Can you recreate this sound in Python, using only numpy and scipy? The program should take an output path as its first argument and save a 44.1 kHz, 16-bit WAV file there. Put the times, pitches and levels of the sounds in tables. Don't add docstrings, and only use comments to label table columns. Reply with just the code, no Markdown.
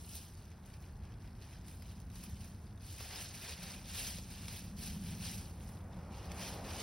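import sys
import numpy as np
from scipy import signal
from scipy.fft import rfft, irfft
from scipy.io import wavfile
from scipy.ndimage import uniform_filter1d

SR = 44100
rng = np.random.default_rng(int(sys.argv[2]) if len(sys.argv) > 2 else 0)


def to_wav(s):
    ch = np.atleast_2d(s).T
    pcm = np.round(np.clip(ch, -1, 1) * 32767)
    wavfile.write(sys.argv[1], SR, pcm.astype(np.int16))


N = 300982
TIME, HZ = np.arange(N) / SR, np.fft.rfftfreq(N, 1 / SR)

# [f/Hz, relative density/dB per Hz]
LEAF_SPECTRUM = [(150, -32), (380, 1.5), (780, 1), (1250, -6), (1650, -1), (2100, -2.5), (2450, 2),
                 (3400, -1), (5400, 1), (6500, -2.5), (7600, -2), (8800, -1), (10200, -4), (13000, -5),
                 (15800, -7.5)]


def gain_of(db):
    return 10 ** (np.asarray(db) / 20)


def evened(x):
    return x / np.sqrt(np.mean(x ** 2) + 1e-20)


def curve(rows, at):
    rows = np.asarray(rows, float)
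    return np.interp(at, rows[:, 0], rows[:, 1])


def colour(x, points):
    hz, db = np.transpose(points)
    response_db = np.interp(np.log(HZ + 1), np.log(hz), db)
    return irfft(rfft(x) * gain_of(response_db), N)


def band(x, lo_hz, hi_hz):
    below_hi = 1 / (1 + (HZ / hi_hz) ** 6)
    below_lo = 1 / (1 + (HZ / lo_hz) ** 6)
    return irfft(rfft(x) * (below_hi - below_lo), N)


def evened_middle(x):
    return x / np.std(band(x, 2300, 5500))


def wander(rate_hz):
    return evened(irfft(rfft(rng.standard_normal(N)) / (1 + (HZ / rate_hz) ** 4), N))


def raking():
    # [start t/s, length/s, relative strength/dB,
    # crunch of deep heavy leaves/dB, crispness of thin top leaves/dB]
    strokes = [(-.06, 0.13, -65, -8, 5), (0.059, .12, -57, -8, 2.5), (0.317, .06, -67, -1.5, 0),
               (0.429, .07, -72, 1, -6), (0.589, 0.15, -71, 4, 3), (0.779, 0.048, -70, 7, 1.5),
               (.97, .15, -75, 9, -7), (1.17, .09, -70.5, 6, -1.5), (1.36, .19, -67, 2.5, -2.5),
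               (1.621, 0.092, -65, 0, 4), (1.8, .12, -65.5, -3, -2.5), (2.089, .21, -64, -1.5, 3),
               (2.339, .12, -64, -3, 0), (2.55, 0.099, -73, -3, -1), (2.79, .14, -59.5, -4, 1.5),
               (2.95, .1, -53, -0.5, -1), (3.07, 0.089, -52, 0, -2.5), (3.14, 0.077, -50.5, -2, -1.5),
               (3.301, .05, -53, -1, -0.5), (3.38, .12, -51, -0.5, -3.5), (3.559, .19, -55, 1, -2),
               (3.831, .11, -53, -2.5, -2), (3.91, .17, -46.5, -5, -0.5), (4.249, .2, -58, -2, -1),
               (4.441, .13, -54.5, -2.5, -0.5), (4.75, 0.13, -52.5, -3.5, 1.5), (4.99, .14, -57, -2, 0.5),
               (5.182, 0.089, -49, -4, -1.5), (5.26, .08, -54, -4, 3), (5.559, .16, -68, 4, 5.5),
               (5.859, 0.26, -72, 2, -6), (6.091, 0.2, -62, 1, -4), (6.291, .06, -60, 5, 1),
               (6.36, .11, -49.5, 0, -3), (6.621, .11, -53, 2.5, -3.5), (6.729, .09, -49.5, -0.5, -4.5)]
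    stir_db, stir_crunch_db, stir_crisp_db = -78, -3, -2
    dig_s, settle_db_per_s = .069, 87
    catch_db, catch_hz = 0.79, 30
    power = np.full(N, gain_of(2 * stir_db))
    tone = np.outer([stir_crunch_db, stir_crisp_db], power)
    for start, length, db, crunch_db, crisp_db in strokes:
        t = TIME - start
        dig = np.clip(t / dig_s, 0, 1)
        settle = gain_of(db - settle_db_per_s * np.maximum(t - length, 0))
        stroke = (dig * settle) ** 2
        power = power + stroke
        tone = tone + np.outer([crunch_db, crisp_db], stroke)
    strength_db = 10 * np.log10(power) + catch_db * wander(catch_hz)
    return strength_db, *(tone / power)


def fractures(per_s, spread_db, cycles, clump_db, count=24):
    t, out = np.arange(256) / SR, np.zeros(N)
    for hz in np.geomspace(900, 15000, count):
        at = np.flatnonzero(rng.random(N) < per_s / count / SR)
        bursts = np.interp(at, np.linspace(0, N, 280), rng.standard_normal(280))
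        size_db = spread_db * np.minimum(rng.exponential(1, len(at)), 4) + clump_db * bursts
        clicks = np.zeros(N)
        clicks[at] = rng.choice([-1, 1], len(at)) * gain_of(size_db) / np.sqrt(per_s[at])
        ring = np.exp(-t * hz / cycles) * np.cos(2 * np.pi * hz * t)
        out += np.convolve(clicks, ring)[:N] * hz
    return evened_middle(out)


def splits(per_s, spread_db):
    size = gain_of(spread_db * np.minimum(rng.exponential(1, N), 3))
    sign = rng.choice([-1, 1], N)
    happens = rng.random(N) < per_s / SR
    return evened(size * sign * happens / np.sqrt(per_s))


def patches(x, patchy_db, order=512):
    overlap = order * 3 // 4
    z = signal.stft(x, nperseg=order, noverlap=overlap)[2]
    across_hz = uniform_filter1d(rng.standard_normal(z.shape), size=2, axis=0)
    field = uniform_filter1d(across_hz, size=9, axis=1)
    return signal.istft(z * gain_of(patchy_db * evened(field)), nperseg=order, noverlap=overlap)[1][:N]


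def scatter(x, t60, wet_db):
    frame, hop = 128, 32
    direct = signal.stft(x, nperseg=frame, noverlap=frame - hop)[2]
    shape = (3,) + direct.shape
    chance = rng.standard_normal(shape) + 1j * rng.standard_normal(shape)
    keep = gain_of(-120 * hop / SR / t60)
    power = abs(direct) ** 2
    tail = gain_of(wet_db) * np.sqrt(signal.lfilter([0, 1 - keep], [1, -keep], power))
    pair = np.array([direct, np.sqrt(2 * power) * chance[2]])
    pair = pair + np.sqrt(2) * tail * chance[:2]
    heard = signal.istft(pair, nperseg=frame, noverlap=frame - hop)[1][:, :N]
    return heard / np.sqrt(1 + gain_of(2 * wet_db))


def hens(rustle_db=-2.5, slide_db=-1.0, split_db=-8, flutter_db=0.33):
    strength_db, crunch_db, crisp_db = raking()
    per_s = 6000 * gain_of(.8 * (strength_db + 55))
    slide = evened_middle(rng.standard_normal(N))
    crackle = fractures(per_s, spread_db=3.0, cycles=1.3, clump_db=1.5)
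    crackle += gain_of(split_db) * splits(0.045 * per_s, spread_db=-0.5)
    coloured = colour(crackle + gain_of(slide_db) * slide, LEAF_SPECTRUM)
    leaves = patches(coloured, patchy_db=2.0) * gain_of(flutter_db * wander(49))
    leaves = evened_middle(leaves)
    low, high = band(leaves, 1, 2500), band(leaves, 7000, 40000)
    leaves += low * (gain_of(crunch_db) - 1) + high * (gain_of(crisp_db) - 1)
    leaves *= gain_of(strength_db + rustle_db)
    return scatter(leaves, t60=.04, wet_db=-8)


def distant(spectrum, level_db):
    return evened(colour(rng.standard_normal((2, N)), spectrum)) * gain_of(level_db)


def open_air():
    # [f/Hz, relative density/dB per Hz]
    air_spectrum = [(100, -9), (300, 4.5), (450, -1), (650, 2), (830, 2.5), (1200, -3), (1600, -4.5),
                    (2300, -12), (4000, -43), (8000, -19.5), (16000, -24)]
    return distant(air_spectrum, -65.0)


def far_traffic():
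    # [f/Hz, relative density/dB per Hz]
    rumble_spectrum = [(15, -33), (28, -24), (40, -3.5), (58, -3), (82, 1.5), (105, -2.5), (140, -10),
                       (200, -12), (290, -21), (450, -27.5), (1000, -65)]
    # [t/s, level/dB]
    rumble_level = [(0, -52), (.6, -51), (1.2, -47), (1.6, -50.5), (2.4, -48.5), (3.2, -52.5), (5.3, -46),
                    (6.2, -49.5), (6.8, -49)]
    return distant(rumble_spectrum, curve(rumble_level, TIME))


def engine_drone():
    # [f/Hz, relative density/dB per Hz]
    drone_spectrum = [(100, -48), (150, -7.5), (165, -8), (176, 1.5), (188, -7), (208, -5), (230, -18),
                      (255, -14), (285, -39), (500, -49)]
    # [crest t/s, half width/s, level/dB]
    drone_swells = [(0, 0.18, -60.5), (2.15, .4, -54.5), (4.55, .9, -54.5), (5.08, .26, -46),
                    (6.3, 0.59, -54.5)]
    power = gain_of(2 * -72)
    for crest, width, db in drone_swells:
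        power = power + gain_of(2 * db) * np.exp(-((TIME - crest) / width) ** 2)
    return distant(drone_spectrum, 10 * np.log10(power))


def ticks():
    ticks_per_s, tick_db, spread_db = 7, -67, 2
    treble_db, treble_spread_db = -7, 5
    count = round(ticks_per_s * N / SR)
    when, size, thin = rng.random((200, 3))[:count].T
    starts = when * TIME[-2048]
    levels_db = tick_db + spread_db * (2 * size - 1)
    trebles_db = treble_db + treble_spread_db * (2 * thin - 1)
    return list(zip(starts, levels_db, trebles_db))


def snaps(snap_db=3, crack_t60=0.014, rise_s=0.00024):
    # [t/s, relative level/dB, treble against the middle/dB]
    snap_rows = [(0.1536, -44, 16), (0.5163, -63, -20), (0.6585, -59, 12), (0.739, -58.5, -4),
                 (1.422, -60.5, -11), (1.6823, -52.5, 3), (1.8223, -54, 2), (2.001, -59, 9),
                 (2.1565, -55.5, 0), (2.2375, -45, 10), (2.445, -54, 4), (2.9258, -48, 8), (2.982, -50, 9),
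                 (3.0067, -51.5, -13), (3.6295, -48, 2), (4.185, -49.5, 0), (4.4824, -44.5, -1.5),
                 (5.0865, -56, -4), (6.3171, -50.5, -5)]
    t, out = np.arange(2048) / SR, np.zeros(N)
    treble = np.interp(np.fft.rfftfreq(len(t), 1 / SR), [4000, 11000], [0, 1])
    envelope = gain_of(-60 * t / crack_t60) * (1 - np.exp(-t / rise_s))
    for s, db, treble_db in snap_rows + ticks():
        crack = rng.standard_normal(len(t)) * envelope
        snap = irfft(rfft(crack) * gain_of(treble_db * treble))
        start = round(s * SR)
        out[start:start + len(t)] += gain_of(db + snap_db) * snap / np.std(snap[:176])
    return scatter(patches(colour(out, LEAF_SPECTRUM), patchy_db=5.0), t60=0.069, wet_db=-2.5)


def passing_car():
    # [f/Hz, relative density/dB per Hz]
    tyre_spectrum = [(100, -10.5), (260, 1.5), (330, -0.5), (420, -1), (550, 0.5), (660, -1.5), (780, 1),
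                     (1000, -4.5), (1300, -7.5), (1600, -13.5), (2200, -15), (4000, -36), (10000, -57)]
    nearest_db, nearest_s, fall_db_per_decade = -51, 6.64, 28
    pass_s = 0.44
    distance = np.hypot(1, (TIME - nearest_s) / pass_s)
    return distant(tyre_spectrum, nearest_db - fall_db_per_decade * np.log10(distance))


def stereo(pair, diffuse_share=1):
    # [f/Hz, lead of the left/rad]
    stereo_phase = [(0, 0), (250, 0), (520, -.4), (800, -.1), (1100, -.4), (1500, 0), (2100, 0), (2500, .4),
                    (2900, 0), (4000, 0), (4400, .5), (4800, .1), (5200, .1), (6100, 1.4), (7000, np.pi),
                    (7900, np.pi), (8900, 4.8), (9700, 2 * np.pi), (11200, 2 * np.pi), (12200, 8),
                    (13000, 3 * np.pi), (14400, 3 * np.pi), (15800, 12.4)]
    # [f/Hz, likeness from 0 to 1]
    stereo_likeness = [(0, 1), (130, 1), (230, .99), (560, .74), (1100, .86), (1500, 1), (2100, 1),
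                       (2500, .92), (3000, 1), (3900, 1), (4400, .88), (4800, .99), (5300, .88),
                       (6300, .78), (7000, 1), (7700, 1), (8300, .82), (9300, .79), (9800, 1), (11000, 1),
                       (11800, .76), (12500, .8), (13100, 1), (14300, 1), (14800, .62), (16000, .7)]
    unlike = np.clip(diffuse_share * (1 - curve(stereo_likeness, HZ)) / 2, 0, 1)
    direct, diffuse = rfft(pair) * np.sqrt([1 - unlike, unlike])
    turn = np.exp(.5j * curve(stereo_phase, HZ))
    return irfft(np.array([(direct + diffuse) * turn, (direct - diffuse) / turn]), N)


def scene():
    yard = open_air() + far_traffic() + engine_drone()
    return stereo(hens() + snaps() + yard) + stereo(passing_car(), diffuse_share=0.11)


def record(dry):
    edge_hz = 15850
    low_pass = signal.firwin(1023, edge_hz, window=("kaiser", 9), fs=SR)
    return signal.oaconvolve(dry, low_pass[None], "same")


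dry = scene()
out = record(dry)
to_wav(out)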